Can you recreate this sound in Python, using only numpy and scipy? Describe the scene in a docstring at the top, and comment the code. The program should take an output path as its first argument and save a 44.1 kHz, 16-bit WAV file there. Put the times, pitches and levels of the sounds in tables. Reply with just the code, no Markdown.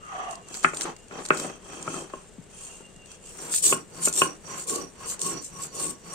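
"""In a small, fairly dead room, a stone roller is worked to and fro on a stone slab close by.
It first slides, scrapes and is set down with hard knocks that excite the modes of both stones.
After a pause it is pushed through a heap of coarse salt: the grains crunch and snap by brittle
fracture, while friction between the pitted faces makes the slab rumble and the roller ring.
Under it lie a low airy noise and the faint trill of a far insect."""
import sys
import numpy as np
from scipy import signal
from scipy.fft import rfft, irfft
from scipy.io import wavfile
from scipy.ndimage import uniform_filter1d

SR = 44100
rng = np.random.default_rng(int(sys.argv[2]) if len(sys.argv) > 2 else 0)


def transcribe(u):
    """Save the signal u as a 16-bit wav file named by the first command-line argument.

    u: samples, shape (n,) or (channels, n), limited to [-1, 1]; the rate is SR.
    q: integer samples, one column per channel.
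    """
    v = np.clip(np.atleast_2d(u).T, -1, 1)
    q = np.round(v * 32767).astype(np.int16)
    wavfile.write(sys.argv[1], SR, q)


N = 270774
TIME = np.arange(N) / SR

# Spectra: f/Hz, relative spectral level/dB
AIR_SPECTRUM = [(25, 3.5), (50, -5), (75, -4), (110, -6), (190, -1), (290, -11), (400, -4), (760, -14.5),
                (1260, -19.5), (1800, -19), (2400, -22.5), (2820, -22), (3900, -26.5), (6000, -31)]   # ambient noise
RUMBLE_SPECTRUM = [(50, -39), (95, -19), (165, -3.5), (230, -4.5), (350, 1), (470, -3.5), (590, -3.5),
                   (800, -9), (1100, -42.5), (2000, -43)]   # rubbed slab
BARE_RASP_SPECTRUM = [(450, -33), (750, 0), (950, -2.5), (1150, 0.5), (1400, -6), (1900, -9), (2800, -17),
                      (3400, -18.5), (4500, -18)]   # roller on bare stone
SALT_RASP_SPECTRUM = [(600, -23.5), (820, -9), (1000, -6), (1090, -17), (1200, -7.5), (1400, -7),
                      (1750, -13.5), (2200, -13.5), (2750, -13.5), (3400, -19), (4500, -37.5)]   # roller on salt
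CLACK_SPECTRUM = [(80, -12), (200, -14), (450, -4), (750, -5), (1200, 12), (1800, 10), (2300, 6.5),
                  (2900, -7), (3500, -12), (5000, -36)]   # stone striking stone
SHUDDER_SPECTRUM = [(50, -35), (110, 3.5), (170, 4), (260, 5.5), (450, 6.5), (700, 3.5), (1500, -53),
                    (3000, -86)]   # struck slab shaking on the ground
FRACTURE_SPECTRUM = [(1500, -31), (2800, -15), (3700, -14), (4600, -13), (5200, -13), (6300, -6),
                     (7400, 0.5), (8600, -1.5), (9400, -11), (10300, -17), (12500, -15.5), (15500, -23.5)]   # grains breaking
BITE_SPECTRUM = [(1500, -3), (2800, -8), (3500, -10), (4400, -2.5), (5200, -6.5), (6200, -4), (7500, -9.5)]   # low-treble bite of a snapping grain
# Treble balance of the fractures: f/Hz, left-right/dB
TREBLE_BALANCE = [(1500, -15.5), (2800, -3.5), (4500, 2.5), (6500, -2), (7400, -6.5), (8400, 12),
                  (9500, 11), (12000, 2), (15500, 5)]

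# Resonances: f/Hz, bandwidth/Hz, relative level/dB, left-right/dB
RASP_MODES = [(1079, 89, -1, 4), (1300, 140, 1.5, 1)]   # roller scraping bare stone
WEDGE_MODES = [(2600, 160, 0.5, -4.5), (3193, 110, 0, 1.5), (4570, 170, -9, -4), (5880, 150, 1.5, -1.5),
               (6490, 240, 0.5, -1)]   # wedge of air between roller and slab
SLAB_MODES = [(331, 35, -9.5, 7), (464, 26, 2, -11)]   # hollow growl of the slab
BOOM_MODES = [(165.4, 42, 0, 2)]   # deep boom of the whole slab
HOLLOW_MODES = [(350, 128, 0, -1)]   # hollow under the roller
ROLLER_MODES = [(1083, 36, -1, 0.5), (2820, 170, -13.5, -7)]   # roller under a firm push
ROLLER_HIGH_MODES = [(4530, 220, -8.5, -4.5), (5776, 81, -1, -9), (6560, 580, -8, -4)]   # its treble ring
GRIT_MODES = [(4400, 60, -10, -11), (5540, 38, -2, 11), (6330, 31, 1, -1), (6840, 38, 3, 12),
              (7455, 110, 10, -5.5), (7870, 54, 6, -5.5), (8220, 85, 6.5, 15.5), (8700, 76, 7, -7),
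              (9030, 130, 7, 10), (9500, 50, -3.5, -8)]   # stones excited by breaking grains
# Resonances of the sliding roller: the same four columns, left-right correlation, onset delay/s
SLIDE_MODES = [(380, 190, -15.5, 6, 0.89, 0.2), (745, 73, -3, -3.5, 0.8, 0.16),
               (1164, 110, -2, 1, -0.59, 0.023), (1900, 270, -18, -14, -0.83, 0.079),
               (2950, 340, -16.5, -5.5, -0.26, 0.17)]
# Modes of the struck stones: f/Hz, level/dB, T60/s, left-right/dB, right lag/rad, share of bending
STRUCK_MODES = [(160.1, -17, 0.29, 1, 0.095, 0), (249, -11, 0.15, 3, .4, 0),
                (389, 5.5, 0.038, 4.5, 0.48, 0), (620, -3.5, 0.056, -3, 0.76, 0),
                (872, -7, 0.064, 12, 3.9, 0), (1075, -2, 0.069, 2.5, 0.74, 0.85),
                (1280, 7.5, 0.017, 8, 2.1, 0.01), (1407, 5.5, 0.058, -2, 1.6, 0.1),
                (1550, -6, 0.024, -7, 4.5, 0.8), (1940, -1.5, 0.005, 24, 0.73, 0),
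                (2360, 10, 0.0082, 6, 0.56, 0.05), (2550, 2.5, 0.032, -16, 2.44, 0.24),
                (2870, -10.5, 0.079, -4, 2.4, 1), (3210, -19, 0.051, -6, 1.1, 0.75)]

# Insect chirps: t/s, duration/s, relative level/dB
INSECT_CHIRPS = [(0.0, 0.14, -60), (0.243, 0.13, -55.5), (0.387, 0.11, -61.5), (0.966, 0.067, -59.5),
                 (2.57, 0.11, -63), (2.678, 0.12, -56.5), (2.815, 0.092, -57), (2.954, 0.11, -58),
                 (3.121, 0.11, -68.5), (3.233, 0.073, -61.5)]
# The slab bumps on the ground: t/s, level/dB
SLAB_BUMPS = [(2.382, -36), (2.957, -46.5)]
# The roller catches and groans: t/s, half-width/s, f/Hz, level/dB
ROLLER_GROANS = [(0.882, 0.018, 860, -37), (1.169, 0.02, 1110, -44.5), (1.99, 0.027, 1095, -44)]
# Knocks, levels relative: t/s, level/dB, contact cutoff/Hz, slab thud/dB, roller bending/dB,
# struck spot f/Hz, struck spot/dB, clack/dB, rebound/dB
ROLLER_KNOCKS = [(0.646, -15, 3300, -5.5, -11, 1380, 5, 7, -18),
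                 (0.7343, -35.5, 2500, 2, -7.5, 1363, -0.5, -0.5, -13.5),
                 (1.11, -42.5, 2576, 0.5, -11, 1300, -7.5, 0.5, -14),
                 (1.3051, -16, 2760, -3, -10, 2530, 11.5, 4, -14),
                 (1.8772, -31, 1900, 4, -10, 1305, 17, 0, -18),
                 (1.9410, -38.5, 1900, 3, 2, 1324, 17.5, 0.5, -14),
                 (2.1357, -44, 1333, 12, 25, 1260, 12, 5.5, -12), (2.804, -51, 1310, 6, -3, 900, 14, 0, -9),
                 (3.7247, -27, 3275, 4.5, 15.5, 3050, 4.5, 2, -5.5),
                 (4.0731, -27.5, 2870, 0, 0.5, 1438, 5, -3, -11),
                 (4.2175, -23, 4520, 2.5, 19, 1427, 14.5, 1, -19)]
# Strokes on nearly bare stone, levels relative: t/s, duration/s, rumble/dB, rasp/dB, grit/dB, ring/dB
SCRAPES = [(0.46, 0.16, -45.5, -42.5, -46.5, -47.5), (0.6, 0.15, -45, -43, -38.5, -45.5),
           (0.74, 0.22, -39, -38, -44, -47.5), (0.83, 0.11, -40.5, -38, -64, -52.5),
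           (1.09, 0.23, -40, -39.5, -53.5, -48), (1.28, 0.34, -35, -35.5, -46, -44),
           (1.61, 0.37, -43, -41.5, -47, -47.5), (1.868, 0.22, -36, -39, -37, -43.5),
           (2.04, 0.28, -65, -50.5, -55, -57.5), (2.47, 0.46, -70, -53.5, -44.5, -55.5),
           (3.07, 0.12, -70, -56, -46.5, -52), (3.21, 0.21, -59, -55.5, -44.5, -56)]
# Strokes in salt: the same six columns, boom/dB, delay to the heap/s, heap crunch/dB
SALT_PULLS = [(3.309, 0.29, -41, -40.5, -39.5, -48, -55.5, 0.25, -23),
              (3.891, 0.25, -39, -38, -44, -44, -49, 0.17, -23),
              (4.42, 0.235, -40.5, -37.5, -43.5, -37.5, -46.5, 0.19, -33),
              (4.932, 0.27, -43, -40, -46.5, -39, -50.5, 0.17, -30),
              (5.48, 0.245, -44.5, -42, -44, -42, -50, 0.155, -34),
              (6.003, 0.38, -41.5, -38.5, -41, -37, -51, 0.16, -33.5)]
SALT_PUSHES = [(3.618, 0.23, -39, -39, -38.5, -42.5, -45.5, 0.058, -14.5),
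               (4.126, 0.27, -39, -39, -47, -40, -58.5, 0.069, -21),
               (4.663, 0.24, -36.5, -39, -42.5, -35, -55, 0.057, -26.5),
               (5.196, 0.26, -39, -38, -44, -37.5, -46.5, 0.066, -29.5),
               (5.717, 0.28, -41, -41, -48, -38, -50.5, 0.11, -28.5)]
# Stray patches of grains under the roller: t/s, half-width/s, level/dB
GRAIN_PATCHES = [(0.324, 0.029, -43), (0.567, 0.039, -35.5), (0.769, 0.036, -35), (0.834, 0.013, -30),
                 (1.261, 0.057, -43), (1.402, 0.063, -33.5), (2.65, 0.016, -41.5), (4.822, 0.013, -42.5),
                 (5.453, 0.036, -38)]
# Single coarse grains snap: t/s, relative level/dB, low-treble bite/dB
GRAIN_SNAPS = [(0.309, -20, -19), (0.354, -26.5, -2), (0.4852, -28, -5), (0.5421, -27.5, 10.5),
               (0.5492, -29, 12), (0.629, -23.5, 1), (0.636, -20.5, 2), (0.641, -19, 1.5), (0.653, -20, 0),
               (0.7455, -25, 4), (0.77, -19.5, 3), (0.8092, -16, 9), (0.8176, -11.5, -4), (0.964, -34, 5.5),
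               (1.0827, -36, -1.5), (1.2518, -21.5, 3.5), (1.2598, -20.5, 1.5), (1.2864, -19.5, -3),
               (1.372, -22, 7), (1.3982, -21.5, 8.5), (1.8252, -17.5, -11.5), (2.9617, -34, -17),
               (3.058, -31.5, -7), (3.116, -27.5, -3.5), (3.5383, -14.5, 5.5), (3.561, -13, -12.5),
               (3.574, -15.5, -14), (3.5813, -9.5, -21.5), (3.6328, -16, -5), (3.6473, -18.5, -13),
               (3.662, -24, -23), (4.024, -31, -14.5), (4.0568, -11, -20), (4.0831, -15, -20),
               (4.1263, -11, -20), (4.137, -10, -28), (4.6773, -21, -18), (4.6968, -17.5, 1),
               (5.1928, -17, -20), (5.2152, -7.5, -30), (5.2245, -22.5, -24.5)]

# Swell of a stroke: (skew, under 1 peaks early; steepness)
SLIDE_SHAPE, SCRAPE_SHAPE, PULL_SHAPE, PUSH_SHAPE = (0.88, 2.1), (0.73, 1.71), (1.06, 1), (0.69, 1.15)
RING_PULL_SHAPE, RING_PUSH_SHAPE = (1.03, 3), (0.66, 2.04)
SLIDE_START_S, SLIDE_LENGTH_S = -0.037, 0.51


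def from_db(db):
    """Amplitude ratio of a level in decibels."""
    return 10 ** (np.asarray(db) / 20)


def to_db(gain):
    """Level in decibels of an amplitude ratio."""
    return 20 * np.log10(gain + 1e-6)


def rms_one(x):
    """Normalisation to unit mean power."""
    return x / np.sqrt(np.mean(x ** 2) + 1e-20)


def panned(db):
    """Direction by level difference: left and right gains."""
    return from_db(np.array([[db], [-db]]) / 2)


def lowpass(order, hz):
    """Maximally flat low-pass filter sections."""
    return signal.butter(order, hz, fs=SR, output="sos")


def resonator(hz, width_hz):
    """Second-order resonance as a band-pass section."""
    return signal.butter(1, [hz - width_hz / 2, hz + width_hz / 2], "band", fs=SR, output="sos")


def colour(x, spectrum):
    """Minimum-phase filtering: a folded cepstrum gives a causal response with this spectrum."""
    size = 2048
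    hz, db = np.transpose(spectrum)
    log_hz = np.log(np.maximum(np.arange(size + 1) * SR / size / 2, 1))
    outside = np.maximum(np.log(hz[0]) - log_hz, 0) + np.maximum(log_hz - np.log(hz[-1]), 0)
    cepstrum = irfft(np.log(from_db(np.interp(log_hz, np.log(hz), db) - 20 * outside)))
    cepstrum[1:size] *= 2
    cepstrum[size + 1:] = 0
    response = irfft(np.exp(rfft(cepstrum)))[:size]
    return signal.fftconvolve(np.atleast_2d(x), response[None], axes=1)[:, :x.shape[-1]]


def drift(per_s):
    """Random modulation of unit rms, interpolated between knots."""
    knots = rng.standard_normal(int(TIME[-1] * per_s) + 2)
    return rms_one(np.interp(TIME * per_s, np.arange(len(knots)), knots))


def read_at(x, positions):
    """Linear interpolation of both sides at fractional sample positions."""
    return np.array([np.interp(positions, np.arange(N), side) for side in x])


def bend(x, pitch):
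    """Resampling scales all frequencies by a time-varying ratio."""
    return read_at(x, np.cumsum(pitch) % (N - 1))


def impacts(per_s, spread_db):
    """Shot noise: independent impulses of random size and sign, at unit rms."""
    chance = np.clip(per_s / SR, 1e-4, 1)
    sizes = from_db(spread_db * np.minimum(rng.exponential(1, N), 4)) * rng.choice([-1, 1], N)
    return rms_one((rng.random(N) < chance) * sizes / np.sqrt(chance))


def contact(per_s, spread_db, alike):
    """Partial correlation: some impacts reach both sides alike, others only one."""
    shared, left, right = (impacts(per_s, spread_db) for _ in range(3))
    common = np.sqrt(abs(alike)) * np.array([shared, np.sign(alike) * shared])
    return common + np.sqrt(1 - abs(alike)) * np.array([left, right])


def resonate(modes, per_s, alike, wander_db, shift=0):
    """Forced resonance: impacts ring modes whose level and pitch wander as the contact moves."""
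    out = 0
    drives = [contact(per_s, spread_db=1.0, alike=alike) for _ in range(2)]
    for k, (hz, width, db, pan_db) in enumerate(modes):
        peak_and_skirt = np.vstack([resonator(hz, width), resonator(hz, min(5 * width, hz))])
        mode = rms_one(signal.sosfilt(peak_and_skirt, drives[k % 2] + 1e-18))
        if shift:
            mode = bend(mode, 1 + shift * np.tanh(drift(7)))
        out = out + from_db(db + wander_db * np.tanh(drift(16))) * panned(pan_db) * mode
    return rms_one(out)


def echoes(x, t60, dull_hz):
    """Diffuse reverberation: an exponentially decaying noise tail, different on each side."""
    t = np.arange(int(t60 * SR) + 2) / SR
    tail = rng.standard_normal((2, len(t))) * from_db(-60 * t / t60) * (1 - np.exp(-20 * t / t60))
    tail /= np.sqrt(np.sum(tail ** 2, axis=1, keepdims=True))
    tail = signal.sosfilt(lowpass(1, dull_hz), tail)
    return signal.fftconvolve(x, tail, axes=1)[:, :N]


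def speed(start, length, shape, turn_s=0.031):
    """A swell within 0-1, smoothed as inertia smooths the start and stop of a stroke."""
    skew, steepness = shape
    progress = np.clip((TIME - start) / length, 0, 1)
    swell = np.abs(np.sin(np.pi * progress ** skew)) ** steepness
    return np.abs(uniform_filter1d(swell, 2 * int(turn_s * SR) + 1))


def strokes(rows, shape, count):
    """Friction noise follows speed: a gain curve for each of the first `count` level columns."""
    return sum(from_db(levels[:count])[:, None] * speed(start, length, shape)
               for start, length, *levels in rows)


def salt_strokes():
    """Superposed pulls and pushes: gains of rumble, rasp, grit, ring and boom."""
    return strokes(SALT_PULLS, PULL_SHAPE, count=5) + strokes(SALT_PUSHES, PUSH_SHAPE, count=5)


def crossing(s, half_width_s, db):
    """Gaussian envelope of the roller passing over one spot."""
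    return from_db(db) * np.exp(-((TIME - s) / half_width_s) ** 2)


def air():
    """Ambient noise: dense shot noise merges into a low, airy hush."""
    return from_db(-51.95) * rms_one(colour(contact(20000, 0.33, alike=0.56), AIR_SPECTRUM)) * panned(3.4)


def insect(carrier_hz=2800, trill_hz=37):
    """Amplitude modulation of a thin tone gives a far insect's trill, which swells and ebbs."""
    pitch_hz = carrier_hz + 20 * drift(220)
    swell = from_db(-74) + sum(from_db(db) * speed(s, length, (1, .5)) for s, length, db in INSECT_CHIRPS)
    pulse_hz = trill_hz * (1 + 0.13 * drift(4.5))
    trill = 1 + 0.13 * np.sin(2 * np.pi * np.cumsum(pulse_hz) / SR)
    flicker = from_db(2.6 * drift(83) + 2.0)
    return swell * trill * flicker * np.sin(2 * np.pi * np.cumsum(pitch_hz) / SR)


def bumps(start_hz=326, end_hz=50.1, fall_s=0.0148, swell_s=0.0064):
    """Damped oscillation of the slab on the ground, dropping in pitch as the weight settles."""
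    out = 0
    for s, db in SLAB_BUMPS:
        t = np.clip(TIME - s, 0, 1)
        pitch_hz = end_hz + (start_hz - end_hz) * np.exp(-t / fall_s)
        swell = t / swell_s * np.exp(1 - t / swell_s)
        out = out + from_db(db) * swell * np.sin(2 * np.pi * np.cumsum(pitch_hz * (t > 0)) / SR)
    return out * panned(5.7)


def groans(fall_octaves_per_s=6):
    """Stick-slip of stone on stone briefly drives one falling resonance."""
    out = 0
    for s, half_width_s, hz, db in ROLLER_GROANS:
        pitch = 2 ** np.clip(fall_octaves_per_s * (s - TIME), -.5, .5)
        tone = resonate([(hz, 140, 0, 0)], per_s=900, alike=0.47, wander_db=0.5)
        out = out + crossing(s, half_width_s, db) * bend(tone, pitch)
    return out


def slide(sag_per_s=0.36):
    """Light sliding friction excites broad resonances of the loose roller, which sink as it travels."""
    out, elapsed = 0, TIME - SLIDE_START_S
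    for hz, width, db, pan_db, alike, after in SLIDE_MODES:
        skirt = signal.butter(1, [hz * .7, hz / .7], "band", fs=SR, output="sos")
        mode = signal.sosfilt(np.vstack([resonator(hz, width), skirt]), contact(2500, 1.9, alike))
        onset = (1 + np.tanh((elapsed - after) / 0.036)) / 2
        out = out + from_db(db) * panned(pan_db) * onset * rms_one(mode)
    pitch = 1 - sag_per_s * (np.clip(elapsed, 0, SLIDE_LENGTH_S) - SLIDE_LENGTH_S / 2)
    sinking = rms_one(read_at(out, np.cumsum(pitch)))
    return speed(SLIDE_START_S, SLIDE_LENGTH_S, SLIDE_SHAPE) * from_db(-34 + 2.0 * drift(74)) * sinking


def rubbing(rumble_db, rasp_db, rasp_spectrum, judder_db):
    """Roughness noise: pits catch on each other, so the slab rumbles, the roller rasps, both judder."""
    judder = from_db(judder_db * drift(90))
    catches = contact(3000, spread_db=1.5, alike=0.93) * np.sqrt(judder)   # the heavy slab judders less
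    slab = rms_one(colour(catches, RUMBLE_SPECTRUM)) * panned(3.7)
    roller = rms_one(colour(contact(1500, spread_db=-1.0, alike=0.06) * judder, rasp_spectrum))
    return from_db(rumble_db) * slab + from_db(rasp_db) * roller


def scraping():
    """Friction on nearly bare stone drives the resonances of the roller and the air wedge beneath it."""
    slab_db, roller_db, _, ring_db = to_db(strokes(SCRAPES, SCRAPE_SHAPE, count=4))
    rasp = resonate(RASP_MODES, per_s=600, alike=0.26, wander_db=-0.5, shift=0.02)
    rasp *= from_db(roller_db - 11.5)
    ring = resonate(WEDGE_MODES, per_s=600, alike=0.053, wander_db=-0.5, shift=0.012)
    ring *= from_db(ring_db) + from_db(-51.5) * speed(SLIDE_START_S, SLIDE_LENGTH_S, SLIDE_SHAPE)
    flicker = from_db(2.0 * drift(90))
    friction = rubbing(slab_db - 2.5, roller_db - 4.5, BARE_RASP_SPECTRUM, judder_db=4.0)
    return flicker * (rasp + ring) + friction


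def struck_modes(t, thud_db, bend_db):
    """Free modal decay: where the blow lands decides how much the slab thuds and the roller bends."""
    out = 0
    for k, (hz, db, t60, pan_db, lag, bending) in enumerate(STRUCK_MODES):
        place_db = thud_db if hz < 900 else bending * bend_db
        swell = 1 - np.exp(-t * hz / 0.27)   # low modes build up more slowly
        gripped_hz = hz * (1 + 0.0047 * rng.standard_normal())   # the grip detunes each mode
        phase = 2 * np.pi * gripped_hz * t + np.array([[lag], [-lag]]) / 2
        ring = swell * np.sin(phase) * from_db(-60 * t / t60)
        out = out + (-1) ** k * from_db(db + place_db - 1.0) * panned(pan_db) * ring
    return out


def knocks(rebound_s=0.006, spot_t60_s=0.047, spot_split=0.025):
    """Impact excitation: a clack, a low shudder and ringing modes; softer contact cuts the treble."""
    t = np.arange(SR // 3) / SR
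    out = np.zeros((2, N + len(t)))
    for s, db, hard_hz, thud_db, bend_db, spot_hz, spot_db, clack_db, rebound_db in ROLLER_KNOCKS:
        chatter = rng.standard_normal((2, len(t))) * np.exp(-t / 0.0065)   # faces grate as they settle
        touches = (t == 0) + from_db(rebound_db) * (np.arange(len(t)) == int(rebound_s * SR))
        blow = from_db(clack_db) * colour(from_db(18) * touches + chatter, CLACK_SPECTRUM)
        shudder = colour(rng.standard_normal(len(t)) * np.exp(-t / 0.0095), SHUDDER_SPECTRUM)
        blow += from_db(thud_db + 5.0) * panned(4.6) * shudder
        blow += struck_modes(t, thud_db, bend_db)
        # the struck spot rings as a close pair of tones
        pair = sum(np.sin(2 * np.pi * spot_hz * (1 + side * spot_split / 2) * t) for side in (-1, 1))
        blow += from_db(spot_db - 16.5) * pair * from_db(-60 * t / spot_t60_s)
        start = int(s * SR)
        out[:, start:start + len(t)] += from_db(db) * signal.sosfilt(lowpass(2, hard_hz), blow)
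    return out[:, :N]


def hollow(fall_octaves=0.6):
    """Cavity resonance: the hollow under the roller growls and sinks in pitch through each push."""
    octaves = sum(fall_octaves * (.5 - (TIME - start) / length) * (TIME > start) * (TIME < start + length)
                  for start, length, *_ in SALT_PUSHES)
    growl = bend(resonate(HOLLOW_MODES, per_s=700, alike=0.45, wander_db=1.0), 2 ** octaves)
    return from_db(-0.5) * strokes(SALT_PUSHES, PUSH_SHAPE, count=1)[0] * growl


def grinding():
    """Forced vibration in the salt: the slab growls and booms, and the roller rings."""
    slab_db, roller_db, _, ring_db, boom_db = to_db(salt_strokes())
    growl = from_db(slab_db - 12) * resonate(SLAB_MODES, per_s=1900, alike=0.39, wander_db=-0.7)
    boom = from_db(boom_db) * resonate(BOOM_MODES, per_s=1500, alike=0.85, wander_db=-2.5)
    pull_ring = strokes(SALT_PULLS, RING_PULL_SHAPE, count=4)[3]
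    push_ring = strokes(SALT_PUSHES, RING_PUSH_SHAPE, count=4)[3]
    ring = resonate(ROLLER_MODES, per_s=2700, alike=0.51, wander_db=2.0, shift=0.025)
    ring *= from_db(-4) * (pull_ring + push_ring)
    fits = rms_one(from_db(4 * np.tanh(drift(45))))   # the high modes catch only in fits
    high_ring = resonate(ROLLER_HIGH_MODES, per_s=600, alike=0.067, wander_db=6.5, shift=0.014)
    high_ring *= from_db(ring_db - 3.5) * fits
    resonances = growl + boom + hollow() + ring + high_ring
    return resonances + rubbing(slab_db - 6.5, roller_db - 7, SALT_RASP_SPECTRUM, judder_db=3.0)


def brighten(cracks):
    """Spectral shaping: fractures sound bright, with a different treble on each side."""
    bright = colour(cracks, FRACTURE_SPECTRUM)
    return np.vstack([colour(side, [(hz, sign * db / 2) for hz, db in TREBLE_BALANCE])
                      for side, sign in zip(bright, (1, -1))])


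def snaps(splinter_s=0.0032):
    """Brittle fracture of a coarse grain: a crack and splinters; some snaps add a low-treble bite."""
    t = np.arange(SR // 40) / SR
    cracks, bites = np.zeros((2, 2, N + len(t)))
    for s, db, bite_db in GRAIN_SNAPS:
        splinters = rng.standard_normal((3, len(t))) * np.exp(-t / splinter_s)
        burst = from_db(db + 1.5) * (1.1 * (t == 0) + 0.11 * splinters[0] + 0.74 * splinters[1:])
        start = int((s + 0.00056) * SR)
        cracks[:, start:start + len(t)] += burst
        bites[:, start:start + len(t)] += from_db(bite_db - 3) * burst
    softened = signal.sosfilt(lowpass(3, 10500), cracks[:, :N])
    return brighten(softened) + colour(bites[:, :N], BITE_SPECTRUM)


def moving_contact(cracks, stretch_s=0.17):
    """Modal overlap: each stretch of the way rings a different crowd of the stones' high modes."""
    out, hop = np.zeros((2, 2 * N)), int(stretch_s * SR)
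    for centre in range(0, N + hop, hop):
        near = np.arange(max(centre - hop, 0), min(centre + hop, N))
        window = np.cos(np.pi / 2 * (near - centre) / hop)
        ring = echoes(cracks[:, near] * window, t60=0.055, dull_hz=15400)
        out[:, near[0]:near[0] + ring.shape[1]] += ring
    return out[:, :N]


def wedge_echo(x, delay_s=0.0017, reflection=0.3):
    """Comb filtering by one echo between roller and slab, whose delay wanders as the roller moves."""
    lag = delay_s * SR * (1 + 0.013 * drift(8.7))
    return rms_one(x + reflection * read_at(x, np.arange(N) - lag))


def pings(per_s, modes=44, t60_s=0.15):
    """Impulse response: each bursting grain rings one of the stones' many high modes."""
    out = 0
    count = int(np.mean(per_s) * TIME[-1] / modes) + 1
    cumulative_share = np.cumsum(per_s) / np.sum(per_s)
    radius = from_db(-60 / (t60_s * SR))
    for hz in np.geomspace(2396, 14550, modes):
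        onsets = np.searchsorted(cumulative_share, rng.random(count)).clip(0, N - 1)
        clicks = np.zeros((2, N))
        clicks[:, onsets] = rng.standard_normal((2, count))
        angle = 2 * np.pi * hz * rng.uniform(.98, 1.02) / SR
        poles = [1, -2 * radius * np.cos(angle), radius ** 2]
        ring = signal.lfilter([0, np.sin(angle)], poles, clicks + 1e-18)
        out = out + np.sqrt(hz) * ring   # even power per Hz
    return rms_one(out / np.sqrt(per_s))


def heap(rows, half_width_s, spread, edge_s=0.0096):
    """Envelope of the passes through the heap, its width scaled by `spread` from pass to pass."""
    return sum(crossing(start + after, half_width_s * spread ** k, db)
               * np.clip((TIME - start) / edge_s, 0, 1)
               for k, (start, *_, after, db) in enumerate(rows))


def crushing_levels():
    """Incoherent sources add in power: levels of breaking grains on bare stone and in the salt."""
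    sliding = from_db(-58) * speed(SLIDE_START_S, SLIDE_LENGTH_S, SLIDE_SHAPE)
    resting = from_db(-56.5)   # grains creak even while the roller turns round
    bare = [sliding, strokes(SCRAPES, SCRAPE_SHAPE, count=3)[2], resting]
    bare += [crossing(*patch) for patch in GRAIN_PATCHES]
    salt = [salt_strokes()[2], heap(SALT_PULLS, 0.04, spread=0.97), heap(SALT_PUSHES, 0.048, spread=1.102)]
    return [to_db(np.sqrt(sum(gain ** 2 for gain in gains))) for gains in (bare, salt)]


def crunch():
    """Brittle fracture in bulk: more pressure breaks more grains a second and rings the stones."""
    bare_db, salt_db = crushing_levels()
    level_db = np.maximum(bare_db, salt_db)
    per_s = 2800 * from_db(.45 * (level_db + 36.5))
    clumps = from_db(1.9 * drift(300) + 0.9 * drift(90))   # grains give way in clumps
    fine = contact(per_s, spread_db=0.5, alike=0.2)
    coarse = contact(130 + per_s / 40, spread_db=-1.0, alike=0.86)
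    cracks = wedge_echo(brighten(moving_contact(fine + .5 * coarse) + 0.28 * coarse))
    # firm pressure bursts grains and makes the strongest modes sing
    burst_share = 0.6 * np.clip(from_db(level_db + 35), 0, 1)
    bursts = rms_one(brighten(pings(1200 + per_s / 10)))
    cracks = np.sqrt(1 - burst_share) * cracks + np.sqrt(burst_share) * bursts
    ring_share = np.clip(0.4 * from_db(0.46 * (level_db + 36)), 0, .4)
    ring = resonate(GRIT_MODES, per_s, alike=0.035, wander_db=7.5, shift=0.018)
    sound = rms_one(clumps * (np.sqrt(1 - ring_share) * cracks + np.sqrt(ring_share) * ring))
    # light rubbing lacks the sharpest cracks, and the heap of salt gives the most
    dull = signal.sosfiltfilt(lowpass(5, 9900), sound)
    sharp_db = np.maximum(bare_db - 7, salt_db + 41)
    sharpness = np.clip(from_db(0.12 * sharp_db), 0, 1.3)
    return from_db(level_db) * (dull + sharpness * (sound - dull)) * panned(-0.79)


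def scene():
    """Superposition of the stones' direct sound, its short room reverberation and the background."""
    stones = slide() + scraping() + groans() + grinding() + crunch() + snaps() + knocks() + bumps()
    return stones + from_db(-9.5) * echoes(stones, t60=0.2, dull_hz=3140) + air() + insect()


def record(dry):
    """Clipping at full scale, then band limiting by a steep low-pass."""
    cutoff_hz = 15750
    return signal.sosfilt(signal.ellip(10, .1, 80, cutoff_hz, fs=SR, output="sos"), np.clip(dry, -1, 1))


dry = scene()
out = record(dry)
transcribe(out)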